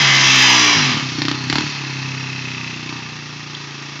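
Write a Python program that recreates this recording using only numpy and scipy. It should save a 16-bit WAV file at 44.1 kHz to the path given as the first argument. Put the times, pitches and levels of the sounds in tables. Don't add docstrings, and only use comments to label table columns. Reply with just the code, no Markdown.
import sys
import numpy as np
from scipy import signal
from scipy.fft import rfft, irfft
from scipy.io import wavfile

SR = 44100
rng = np.random.default_rng(int(sys.argv[2]) if len(sys.argv) > 2 else 0)


def materialize(psi):
    bounded = np.clip(np.atleast_2d(psi).T, -1, 1)
    quanta = np.round(bounded * 32767).astype(np.int16)
    wavfile.write(sys.argv[1], SR, quanta)


N = 176400

# t/s, firing rate/Hz
FIRING_RATE = [(0.0, 68.02), (0.42, 65.28), (0.73, 57.99), (0.86, 43.24), (1.03, 32.9), (1.19, 29.68),
               (1.37, 33.2), (1.47, 31.5), (1.6, 38.31), (1.7, 35.6), (1.82, 33.7), (2.4, 32.6),
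               (2.56, 31.4), (2.81, 30.1), (2.95, 31.3), (3.2, 29.1), (3.4, 29.3), (3.78, 27.9),
               (4.0, 28.9)]
# delay after the firing/cycles, level/dB
KNOCKS = [(0, 4.5), (0.231, 1), (0.499, -3.5), (0.771, -9.5)]
# t/s, rasp/dB, snarl/dB
THROTTLE_LEVELS = [(0, -13, -23.5), (.12, -13, -22.5), (.45, -10, -21), (.72, -14, -19.5),
                   (.82, -16.5, -25), (.92, -19.5, -26.5), (1.02, -28, -32), (1.15, -88, -62)]
# f/Hz, level/dB
RASP_COLOUR = [(300, -40.5), (650, -12), (1350, -13), (1700, -1), (2150, 0), (2430, -3.5), (2650, 1.5),
               (3300, -1), (3700, -5.5), (4020, -0.5), (4450, -12.5), (5000, 0), (5350, -11), (5600, -6),
               (6300, -7.5), (7000, -19)]
# f/Hz, level/dB
SNARL_COLOUR = [(50, -26.5), (300, -7), (600, -10.5), (800, -5.5), (1020, -0.5), (1190, 3), (1400, -9),
                (2500, -36.5)]
# pitch/firing rate, peak t/s, swell time/s, level/dB
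GEAR_WHINES = [(30.3, 0.079, 0.062, -17.5), (39.97, 0.35, 0.1, -19), (39.5, 0.7, .05, -20),
               (44.8, 0.5, 0.039, -21), (78, 0.463, 0.038, -25), (95, 0.62, 0.065, -24)]
# t/s, boom/dB, drone/dB, bark/dB
EXHAUST_LEVELS = [(0, -21.5, -35, -45), (.4, -25.5, -26.5, -42), (.6, -29.5, -28.5, -27.5),
                  (.74, -34.5, -36, -28), (.77, -22, -24, -29.5), (.98, -25, -25, -43),
                  (1.006, -41, -32.5, -47), (1.024, -26, -27.5, -40.5), (1.165, -30.5, -43.5, -32),
                  (1.19, -26, -39, -23.5), (1.33, -26.5, -44, -24.5), (1.38, -30, -33.5, -36.5),
                  (1.47, -25.5, -31.5, -42), (1.502, -24.5, -33.5, -24.5), (1.6, -29, -25, -25.5),
                  (1.675, -27, -38, -35.5), (1.705, -34, -40, -42), (1.79, -30, -39, -47),
                  (1.84, -29.5, -41, -33), (2.04, -26.5, -35, -49), (2.82, -34.5, -39.5, -40.5),
                  (2.92, -33, -45, -32.5), (3.04, -35, -42, -47), (4, -37, -47, -42.5)]
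# f/Hz, level/dB, t60/s (the time to fade by 60 dB)
BOOM_MODES = [(137.5, 1.5, 0.25), (155, -9, 0.012)]
# f/Hz, level/dB, t60/s
DRONE_MODES = [(255.8, 1.5, .11), (384, -13.5, 0.11)]
# f/Hz, level/dB, t60/s
BARK_MODES = [(286, -0.5, 0.067), (321, -6, 0.026)]
# t/s, clatter/dB, valve tap/dB, chain and tyre hiss/dB
RUNNING_LEVELS = [(0, -26.5, -42, -27.5), (1.08, -39.5, -39, -27.5), (1.4, -32.5, -60, -31.5),
                  (1.68, -38, -32.5, -27.5), (1.82, -34.5, -35, -31), (2.66, -38, -31, -33),
                  (2.82, -38.5, -40, -33.5), (2.93, -36, -46, -34), (3.25, -39.5, -55, -35.5),
                  (4, -38, -53, -34.5)]
# f/Hz, level/dB
CLATTER_COLOUR = [(40, -62), (150, 2), (400, 3.5), (600, -12.5), (900, 5), (1160, 4), (1300, -6), (1850, 7),
                  (2350, -6), (2650, 5.5), (3200, -16), (4500, -17), (7000, -49)]
# f/Hz, level/dB, t60/s
CASING_MODES = [(1165, 0, .07), (1920, -3, .04), (2600, 0, .04), (4030, -1, .05), (4350, -4, .03),
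                (5600, -4, .025)]
# f/Hz, level/dB, t60/s
TAP_MODES = [(2070, -11, 0.043), (2548, -5, 0.054), (2630, -6.5, 0.024), (3960, -8.5, 0.046),
             (2300, -3, .005)]
# f/Hz, level/dB
HISS_COLOUR = [(50, -37.5), (500, -10), (2500, 2), (3700, -0.5), (4050, -1), (5000, -2), (5600, -0.5),
               (6600, -8), (7200, -19)]
# f/Hz, level/dB
AIR_COLOUR = [(20, -24), (70, -22.5), (200, 12.5), (600, 6), (7000, -61)]
# f/Hz, bandwidth/Hz, peak t/s, swell time/s, level/dB
METAL_RINGS = [(930, 116, 0.5, 0.061, -21.5), (3290, 220, 0.3, 0.064, -19.5), (5680, 270, 0.73, 0.085, -26),
               (4340, 290, 1.4, 0.36, -35.5), (2585, 170, 1.61, 0.15, -35.5), (2700, 220, 2.78, 0.36, -42)]
# t/s, thud/dB, crack/dB
POPS = [(1.186, -5, -1.5), (1.219, 5.5, 7.5), (1.252, 0, 4.5), (1.283, 5, 7.5), (1.314, 4, 4.5),
        (1.499, 4, 9.5), (1.527, 8.5, 8.5), (1.556, 9, 10), (1.583, 7, 9), (1.608, 0.5, 4),
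        (2.891, -13, -1.5), (2.926, -10, -6)]
# f/Hz, level/dB
THUD_COLOUR = [(35, -39), (80, 5.5), (500, -9), (1100, 2), (1800, 3), (4000, -27)]
# f/Hz, level/dB
CRACK_COLOUR = [(800, -38), (2100, 5), (3700, 2), (4400, 3.5), (7500, -19.5)]
# f/Hz, level/dB
CLACK_COLOUR = [(800, -22), (2400, -11), (3400, 6), (4200, -2), (7000, -23)]

TIME = np.arange(N) / SR


def undb(db):
    return 10 ** (np.asarray(db) / 20)


def curve(table, column=1):
    rows = np.array(table)
    return np.interp(TIME, rows[:, 0], rows[:, column])


def swell(peak_s, swell_s):
    return np.exp(-.5 * ((TIME - peak_s) / swell_s) ** 2)


def wander(rate_hz):
    knots = rng.standard_normal(2000)
    return 1.2 * np.interp(TIME * rate_hz, np.arange(len(knots)), knots)


def steady(x):
    window = np.hanning(SR // 8)
    power = signal.fftconvolve(x * x, window, "same") / signal.fftconvolve(np.ones(N), window, "same")
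    return x / np.sqrt(power + 1e-12)


def through(x, response):
    return signal.fftconvolve(x, response)[:N]


def unit(x):
    return x / np.linalg.norm(x)


def colour(x, points, size=2048):
    hz, db = np.array(points).T
    grid_hz = np.arange(size + 1) * SR / 2 / size + 1
    gain = undb(np.interp(np.log(grid_hz), np.log(hz), db))
    cepstrum = irfft(np.log(gain))
    cepstrum[1:size] *= 2
    cepstrum[size + 1:] = 0
    return through(x, unit(irfft(np.exp(rfft(cepstrum)))[:size]))


def band(x, low_hz, high_hz):
    return signal.sosfilt(signal.butter(2, [low_hz, high_hz], "band", fs=SR, output="sos"), x)


def fade(decay_s):
    return np.exp(-np.arange(SR // 4) / SR / decay_s)


def dense_ring(x, decay_s):
    return through(x, unit(fade(decay_s) * rng.standard_normal(SR // 4)))


def ring(x, modes):
    t = TIME[:SR // 4]
    notes = sum(undb(db) * np.cos(2 * np.pi * hz * t) * fade(t60 / np.log(1000)) for hz, db, t60 in modes)
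    return through(x, unit(notes))


def strokes(cycles, phase, scatter_db, jitter_s=.00007):
    timing, force = rng.standard_normal((200, 2)).T
    at = np.interp(np.arange(200) + phase, cycles, np.arange(N), right=2 * N) + jitter_s * SR * timing
    inside = (at >= 0) & (at < N - 1)
    at, strength = at[inside], undb(scatter_db * force[inside])
    pulses = np.zeros(N)
    pulses[at.astype(int)] = strength * (1 - at % 1)
    pulses[at.astype(int) + 1] = strength * (at % 1)
    return pulses


def knocks(cycles, scatter_db):
    return sum(undb(db) * strokes(cycles, phase, scatter_db) for phase, db in KNOCKS)


def puffs(pulses, decay_s):
    return steady(through(pulses, fade(decay_s)) * rng.standard_normal(N))


def buzz(cycles, change_hz=4.95, size=256):
    place = (cycles % 1) * size
    rattle = np.zeros(N)
    for _ in range(4):
        weight = wander(change_hz)
        pattern = signal.resample(rng.standard_normal(size), size * 8)
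        rattle += weight * np.interp(place, np.arange(size * 8) / 8, pattern)
    return steady(rattle)


def full_throttle(cycles):
    hits = knocks(cycles, scatter_db=4)
    metal = buzz(cycles) + undb(-4.5) * steady(dense_ring(hits, .007))
    roar = steady(metal + undb(2.5) * puffs(hits, .014))
    rasp = steady(colour(roar, RASP_COLOUR)) * undb(curve(THROTTLE_LEVELS, 1))
    snarl = steady(colour(roar, SNARL_COLOUR)) * undb(curve(THROTTLE_LEVELS, 2))
    return rasp + snarl


def gear_whine(cycles, flutter_hz=130):
    whine = np.zeros(N)
    for multiple, peak_s, swell_s, db in GEAR_WHINES:
        flutter = wander(flutter_hz) + 1j * wander(flutter_hz)
        note = np.real(flutter * np.exp(2j * np.pi * multiple * cycles))
        whine += undb(db) * swell(peak_s, swell_s) * note
    return whine


def exhaust(cycles):
    firings = strokes(cycles, phase=-.121, scatter_db=.6)
    gulps = strokes(cycles, phase=.2405, scatter_db=1)
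    boom = band(ring(firings, BOOM_MODES), 80, 194)
    drone = band(ring(firings + undb(-7.5) * gulps, DRONE_MODES), 203, 344)
    bark = band(ring(firings, BARK_MODES), 242, 352)
    return sum(steady(layer) * undb(curve(EXHAUST_LEVELS, column))
               for column, layer in enumerate((boom, drone, bark), 1))


def running_gear(cycles):
    hits = knocks(cycles, scatter_db=2)
    rattle = steady(dense_ring(hits, .0094)) + undb(4.5) * puffs(hits, .021)
    casing = steady(band(ring(puffs(hits, .0025), CASING_MODES), 900, 6500))
    clatter = steady(colour(rattle, CLATTER_COLOUR)) + undb(-8) * casing
    valve_hits = strokes(cycles, phase=.42, scatter_db=.1)
    tap = band(steady(ring(valve_hits, TAP_MODES)), 1100, 3700)
    rustle = puffs(hits, .041) + undb(-8.5) * steady(dense_ring(hits, .0097))
    hiss = steady(colour(rustle, HISS_COLOUR))
    return sum(layer * undb(curve(RUNNING_LEVELS, column))
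               for column, layer in enumerate((clatter, tap, hiss), 1))


def echoes(bike, fence_delay_s=.075, yard_t60_s=.42):
    fence = np.interp(TIME - fence_delay_s, TIME, bike, left=0)
    yard = band(dense_ring(bike, yard_t60_s / np.log(1000)), 510, 8400)
    return undb(-14.5) * fence + undb(-7.5) * yard


def ringing_metal(cycles):
    shake = puffs(knocks(cycles, scatter_db=1.5), .0035) + undb(-3) * buzz(cycles)
    return sum(undb(db) * swell(peak_s, swell_s) * steady(band(shake, hz - width / 2, hz + width / 2))
               for hz, width, peak_s, swell_s, db in METAL_RINGS)


def pops(crack_s=.0016, tail_s=.011):
    thud, crack = np.zeros(N), np.zeros(N)
    envelope = fade(crack_s) + undb(-12) * fade(tail_s)
    for at_s, thud_db, crack_db in POPS:
        pulse = signal.unit_impulse(N, int(at_s * SR))
        gas = through(pulse, unit(envelope * rng.standard_normal(SR // 4)))
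        thud += undb(thud_db) * (pulse + gas) / np.sqrt(2)
        crack += undb(crack_db) * gas
    return colour(thud, THUD_COLOUR) + colour(crack, CRACK_COLOUR)


def clack(at_s=3.543, rebound_s=.005, decay_s=.0033):
    age = TIME - at_s
    envelope = sum(undb(db) * (age > lag) * np.exp(-abs(age - lag) / decay_s)
                   for lag, db in [(0, -11), (rebound_s, 3)])
    return undb(-1.5) * colour(unit(envelope * rng.standard_normal(N)), CLACK_COLOUR)


def scene():
    cycles = np.cumsum(curve(FIRING_RATE)) / SR
    bike = full_throttle(cycles) + gear_whine(cycles) + pops()
    bike += ringing_metal(cycles) + running_gear(cycles) + clack()
    reflections = echoes(bike)
    air = undb(-56) * colour(rng.standard_normal(N), AIR_COLOUR)
    return (bike + exhaust(cycles) + reflections + air)[None]


def record(dry, overload=.7, ceiling=.74):
    bass_cut = signal.butter(4, 56, "high", fs=SR, output="sos")
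    treble_cut = signal.ellip(8, .3, 60, 7350, fs=SR, output="sos")
    final_cut = signal.ellip(8, .3, 60, 15800, fs=SR, output="sos")
    flattened = dry / (1 + (dry / overload) ** 6) ** (1 / 6)
    narrow = signal.sosfilt(treble_cut, signal.sosfilt(bass_cut, flattened))
    return signal.sosfilt(final_cut, np.clip(narrow, -ceiling, ceiling))


dry = scene()
out = record(dry)
materialize(out)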